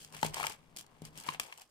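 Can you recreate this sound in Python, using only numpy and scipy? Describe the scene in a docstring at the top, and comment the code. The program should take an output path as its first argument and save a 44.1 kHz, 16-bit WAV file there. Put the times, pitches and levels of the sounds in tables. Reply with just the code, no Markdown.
"""At a table in a small quiet room, a hand works small bottles loose from a thin plastic tray,
left of a pair of microphones. The buckling plastic ticks and crinkles: short bursts of coloured noise.
Bottles tap and rub its pockets and walls, and it knocks the table, which booms: clicks and noise
drive ringing modes. The hand's push adds a low rumble, the air a steady noise, and the room answers."""
import sys
import numpy as np
from scipy import signal
from scipy.fft import rfft, irfft, next_fast_len
from scipy.io import wavfile

SR = 44100
rng = np.random.default_rng(int(sys.argv[2]) if len(sys.argv) > 2 else 0)


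def volts_from_db(level):
    """Convert decibel levels to linear amplitude ratios."""
    exponent = np.asarray(level, float) / 20
    return 10 ** exponent


def to_wav(sig):
    """Store sig (one row per channel, or 1-D mono) as 16-bit WAV at the path in sys.argv[1].

    Samples outside -1..1 are clipped; the rate is SR.
    """
    pcm = np.clip(np.atleast_2d(sig), -1, 1) * 32767
    pcm = np.round(pcm).astype(np.int16)
    wavfile.write(sys.argv[1], SR, pcm.T)  # frames by channels


N = 74970

# The pull on the tray. Each row: time in seconds, crinkle level in dB, level in dB of bottles
# rubbing in their pockets, level in dB of the push on the table.
PULL_CURVE = [(0, -53.5, -79.5, -67), (0.113, -70, -68.5, -63.5), (0.15, -48, -54.5, -56),
              (0.22, -55, -65, -66.5), (0.262, -44.5, -44.5, -55), (0.316, -68, -70.5, -50.5),
              (.34, -49, -45.5, -61.5), (0.438, -46.5, -48.5, -56), (0.534, -54, -54, -65),
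              (0.57, -75, -72, -69), (0.743, -81, -74.5, -63), (0.8, -47.5, -75, -65.5),
              (.85, -77.5, -70.5, -67.5), (1.01, -77.5, -70.5, -65.5), (1.057, -54, -67, -59),
              (1.116, -78, -75, -63), (1.182, -49.5, -60.5, -58), (1.232, -59, -65.5, -70),
              (1.269, -47, -51, -64.5), (1.348, -57, -56, -61.5), (1.389, -79, -69, -67),
              (1.408, -50, -59.5, -62.5), (1.522, -65.5, -60.5, -85), (1.564, -63, -72, -77),
              (1.627, -59, -63.5, -95), (1.66, -76, -107, -100)]
# Bottles tapping the tray. Each row: start in seconds, strength in dB of the crack, of the blow
# on the walls and of the blow on the pocket, pitch of that pocket in Hz.
BOTTLE_TAPS = [(0.2296, -29, -32.5, -19.5, 866), (0.248, -43, -45, -30, 630),
               (0.3425, -28, -46, -38.5, 800), (0.3672, -49, -45, -32, 890), (0.3992, -61, -50, -29.5, 950),
               (0.4078, -55, -37, -29.5, 763), (0.4296, -39, -42, -27.5, 1136),
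               (0.4395, -57, -35, -29, 1240), (0.4462, -45, -40.5, -31, 904), (0.4672, -24, -32, -36, 890),
               (1.2877, -45.5, -32.5, -28, 988), (1.337, -52, -45, -44, 825),
               (1.3455, -58, -43, -41.5, 816), (1.3976, -21.5, -31.5, -30, 1110),
               (1.5246, -53, -42.5, -47, 960), (1.583, -51, -57, -51, 890), (1.6175, -46.5, -63, -50, 990)]
# Short ticks, mostly of buckling plastic; the rows at 1.019 s and 1.4488 s are light bottle taps that ring no
# pocket of their own. Each row: start in seconds, strength in dB.
TICKS = [(0.0467, -39.5), (0.124, -47.5), (0.2453, -30.5), (0.2632, -35), (0.4966, -35.5),
         (0.5214, -44), (0.7634, -35), (0.7698, -34), (0.7858, -37), (0.794, -53), (0.8093, -43.5),
         (0.8642, -53), (1.019, -46.5), (1.051, -41.5), (1.175, -37.5), (1.2, -42), (1.2372, -44.5),
         (1.4488, -52.5), (1.5759, -44.5)]

GRAIN_SPREAD_DB = 2  # how uneven the crinkles and rubs are
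TABLE_LEFT_DB = 6  # how much louder the table is on the left than on the right
AIR_ALIKE = 0.78  # share of the noise power that both sides have in common


def rms_one(x):
    """Scale to rms 1."""
    return x / np.sqrt(np.mean(x ** 2) + 1e-20)


def pull_db(column):
    """One column of the pull in dB, with straight lines between its points."""
    points = np.transpose(PULL_CURVE)
    return np.interp(np.arange(N) / SR, points[0], points[column])


def train(start_s, db):
    """Single clicks at the given times and levels."""
    clicks = np.zeros(N)
    clicks[(np.asarray(start_s) * SR).astype(int)] = volts_from_db(db)
    return clicks


def grains(per_s):
    """Random clicks of uneven size."""
    happens = rng.random(N) < per_s / SR
    return happens * volts_from_db(GRAIN_SPREAD_DB * np.minimum(rng.exponential(1, N), 4))


def dying(clicks, t60_s):
    """Every click opens an envelope that swells as the plastic gives, then dies away."""
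    give_s = 0.0012
    give = np.exp(-1 / (give_s * SR))
    swell = signal.lfilter([1 - give], [1, -give], clicks + 1e-18)
    return 2 * signal.lfilter([1], [1, -volts_from_db(-60 / (t60_s * SR))], swell)


def pair(alike):
    """Two white noises, left and right, that share a part of their power."""
    shared, left, right = rng.standard_normal((3, N))
    return np.sqrt(alike) * shared + np.sqrt(1 - alike) * np.array([left, right])


def colour(x, points):
    """Shape a sound by a spectrum, answering early (minimum phase) and keeping white noise's power."""
    hz, db = np.transpose(points)
    size = 2 ** 12
    bins_hz = np.fft.rfftfreq(size, 1 / SR)
    log_gain = np.log(volts_from_db(np.interp(np.log(bins_hz + 1), np.log(hz), db)))
    # folding the cepstrum onto its first half makes the filter answer as early as it can
    fold = irfft(log_gain)
    fold[1:size // 2] *= 2
    fold[size // 2 + 1:] = 0
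    kernel = rms_one(irfft(np.exp(rfft(fold)))) / np.sqrt(size)
    return signal.fftconvolve(x, kernel[None], axes=1)[:, :N]


def cut(x, hz, side):
    """Second-order filter: "low" keeps the sound below hz, "high" the sound above."""
    return signal.sosfilt(signal.butter(2, hz, side, fs=SR, output="sos"), x)


def ring(forces, modes):
    """Forces drive modes (Hz, dB, seconds to fall 60 dB) in turn; a unit click rings each at its level."""
    out = 0
    for k, (hz, db, t60_s) in enumerate(modes):
        radius = volts_from_db(-60 / (t60_s * SR))
        angle = 2 * np.pi * hz / SR
        drive = volts_from_db(db) * np.array([.5, 0, -.5])
        resonance = [1, -2 * radius * np.cos(angle), radius ** 2]
        out = out + signal.lfilter(drive, resonance, forces[k % len(forces)])
    return out


def struck(start_s, db, modes):
    """Each blow is a click and a short chatter; it reaches every mode with a strength of its own."""
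    spread_db, chatter_db, chatter_t60_s, chatter_alike = 1.5, -18, 0.011, 0.81
    luck_db = rng.normal(0, spread_db, (len(start_s), len(modes)))
    forces = []
    for k in range(len(modes)):
        blow = train(start_s, db + luck_db[:, k])
        chatter = dying(blow, chatter_t60_s) * pair(chatter_alike)
        forces.append((-1) ** k * blow + volts_from_db(chatter_db) * chatter)
    return ring(forces, modes)


def balance(left_db):
    """Left and right gains that differ by left_db."""
    return volts_from_db(np.array([[left_db / 2], [-left_db / 2]]))


def place(x, left_db):
    """A sound from the left reaches the right microphone later and weaker."""
    right_lag_s = 0.00022
    left, right = np.broadcast_to(x, (2, N))
    delay = np.exp(-2j * np.pi * np.fft.rfftfreq(N, 1 / SR) * right_lag_s)
    late = np.fft.irfft(rfft(right) * delay, N)
    return np.array([left, late]) * balance(left_db)


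def rubbing():
    """Bottles rub the plastic: two stereo streams of random clicks of either sign."""
    return [grains(350) * pair(0.24) for _ in range(2)]


def cracks():
    """Taps, ticks and dense crinkles crack in the treble: noise bursts that die in milliseconds."""
    # Spectrum of cracking plastic. Each row: frequency in Hz, relative level in dB per Hz.
    spectrum = [(2200, -9.5), (3200, 1.5), (3700, -8), (4600, -1), (6000, -2.5), (8300, -1), (11000, -7.5),
                (15000, -10.5), (16300, -32)]
    crack_t60_s, crinkle_t60_s, crinkles_per_s = 0.0052, 0.0064, 870
    tap_s, crack_db, _, _, _ = np.transpose(BOTTLE_TAPS)
    tick_s, tick_db = np.transpose(TICKS)
    single = dying(train(tap_s, crack_db) + train(tick_s, tick_db), crack_t60_s)
    crinkle = rms_one(dying(grains(crinkles_per_s), crinkle_t60_s)) * volts_from_db(pull_db(1))
    noise = (single + crinkle) * pair(0.17)
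    return place(colour(noise, spectrum), left_db=2)


def walls():
    """Taps, faint ticks and rubbing ring the thin walls of the tray."""
    # Modes of the walls. Each row: frequency in Hz, level in dB, seconds to fall by 60 dB.
    modes = [(1653, -0.5, 0.0094), (2280, 8.5, 0.0051), (2773, 2.5, 0.008), (3210, -6, 0.015)]
    tick_wall_db, rub_wall_db = -44, -1  # how much of a tick, and of the rubbing, reaches the walls
    tap_s, _, wall_db, _, _ = np.transpose(BOTTLE_TAPS)
    tick_s, tick_db = np.transpose(TICKS)
    blows = struck(np.r_[tap_s, tick_s], np.r_[wall_db, tick_db + tick_wall_db], modes)
    # the rubbing follows the mean of the rub and crinkle levels
    rub_db = (pull_db(2) + pull_db(1)) / 2 + rub_wall_db
    rub = rms_one(ring(rubbing(), modes)) * volts_from_db(rub_db)
    return place(blows + rub, left_db=4)


def pockets():
    """Each tap rings one pocket at its own pitch; rubbing rings a set of pocket modes."""
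    # Modes of the pockets. Each row: frequency in Hz, level in dB, seconds to fall by 60 dB.
    modes = [(517, 0, 0.0091), (748, -1, 0.018), (878, 1, 0.019), (1050, 1.5, 0.011)]
    tap_t60_s = 0.014
    sound = rms_one(ring(rubbing(), modes)) * volts_from_db(pull_db(2))
    for start_s, _, _, pocket_db, hz in BOTTLE_TAPS:
        sound = sound + struck([start_s], pocket_db, [(hz, 0, tap_t60_s)])
    return place(sound, left_db=7.5)


def table():
    """Soft knocks ring the table top; the sliding tray keeps its low modes stirring."""
    # Modes of the table top. Each row: frequency in Hz, level in dB, seconds to fall by 60 dB.
    modes = [(99, -2, 0.071), (156.5, 1, 0.16), (228, -1.5, 0.059), (287, 3.5, 0.0057), (403, -9.5, 0.087)]
    # The tray knocks the table. Each row: start in seconds, strength in dB.
    tray_knocks = [(0.2315, -36), (0.2485, -38.5), (1.0193, -44), (1.286, -46.5)]
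    start_s, db = np.transpose(tray_knocks)
    knocks = cut(train(start_s, db), 574, "low")
    stir = rms_one(ring(rng.standard_normal((2, N)), modes)) * volts_from_db(pull_db(3))
    return place(ring([knocks], modes) + stir, TABLE_LEFT_DB)


def rumble():
    """The push of the hand shakes the stand that holds the microphones: low noise."""
    rumble_db = -7  # relative to the push
    low = rms_one(cut(pair(AIR_ALIKE), 98, "low"))
    return low * volts_from_db(pull_db(3) + rumble_db) * balance(TABLE_LEFT_DB)


def air():
    """The steady air of the room: coloured noise, a little louder on the right."""
    # Spectrum of the air. Each row: frequency in Hz, relative level in dB per Hz.
    spectrum = [(40, -2), (150, -6), (900, -6.5), (3300, -23), (14800, -34), (16300, -45)]
    air_db, left_db = -73, -3.5
    return volts_from_db(air_db) * colour(pair(AIR_ALIKE), spectrum) * balance(left_db)


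def room(x):
    """Six feedback delays a side, duller on every round."""
    t60_s, wall_cut_hz = 0.18, 7900  # decay at low pitch; where the walls start to dull the sound
    size = next_fast_len(N + SR)
    hz = np.fft.rfftfreq(size, 1 / SR)
    echoes = np.zeros((2, len(hz)), complex)
    for k, lag_s in enumerate(rng.uniform(.006, 0.023, 12)):
        delay = np.exp(-2j * np.pi * hz * lag_s)
        loop = volts_from_db(-60 * lag_s / t60_s) * delay / (1 + 1j * hz / wall_cut_hz) ** .5
        # loop / (1 - loop) adds up all the rounds; sides alternate
        echoes[k % 2] += (-1) ** (k // 2) * loop / (1 - loop)
    return irfft(echoes * rfft(x.mean(0), size), size)[:, :N]


def scene():
    """Tray and table, too small to radiate deep bass, in the room, with its air and the rumble."""
    room_db = -15
    near = cut(cracks() + walls() + pockets() + table(), 110, "high")
    return near + volts_from_db(room_db) * room(near) + rumble() + air()


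def roll_off(x):
    """The treble ends steeply here."""
    return signal.sosfilt(signal.butter(12, 16640, fs=SR, output="sos"), x)


def record(dry):
    """Put the finished mix through the last processing step and return the result."""
    return roll_off(dry)


dry = scene()
out = record(dry)
to_wav(out)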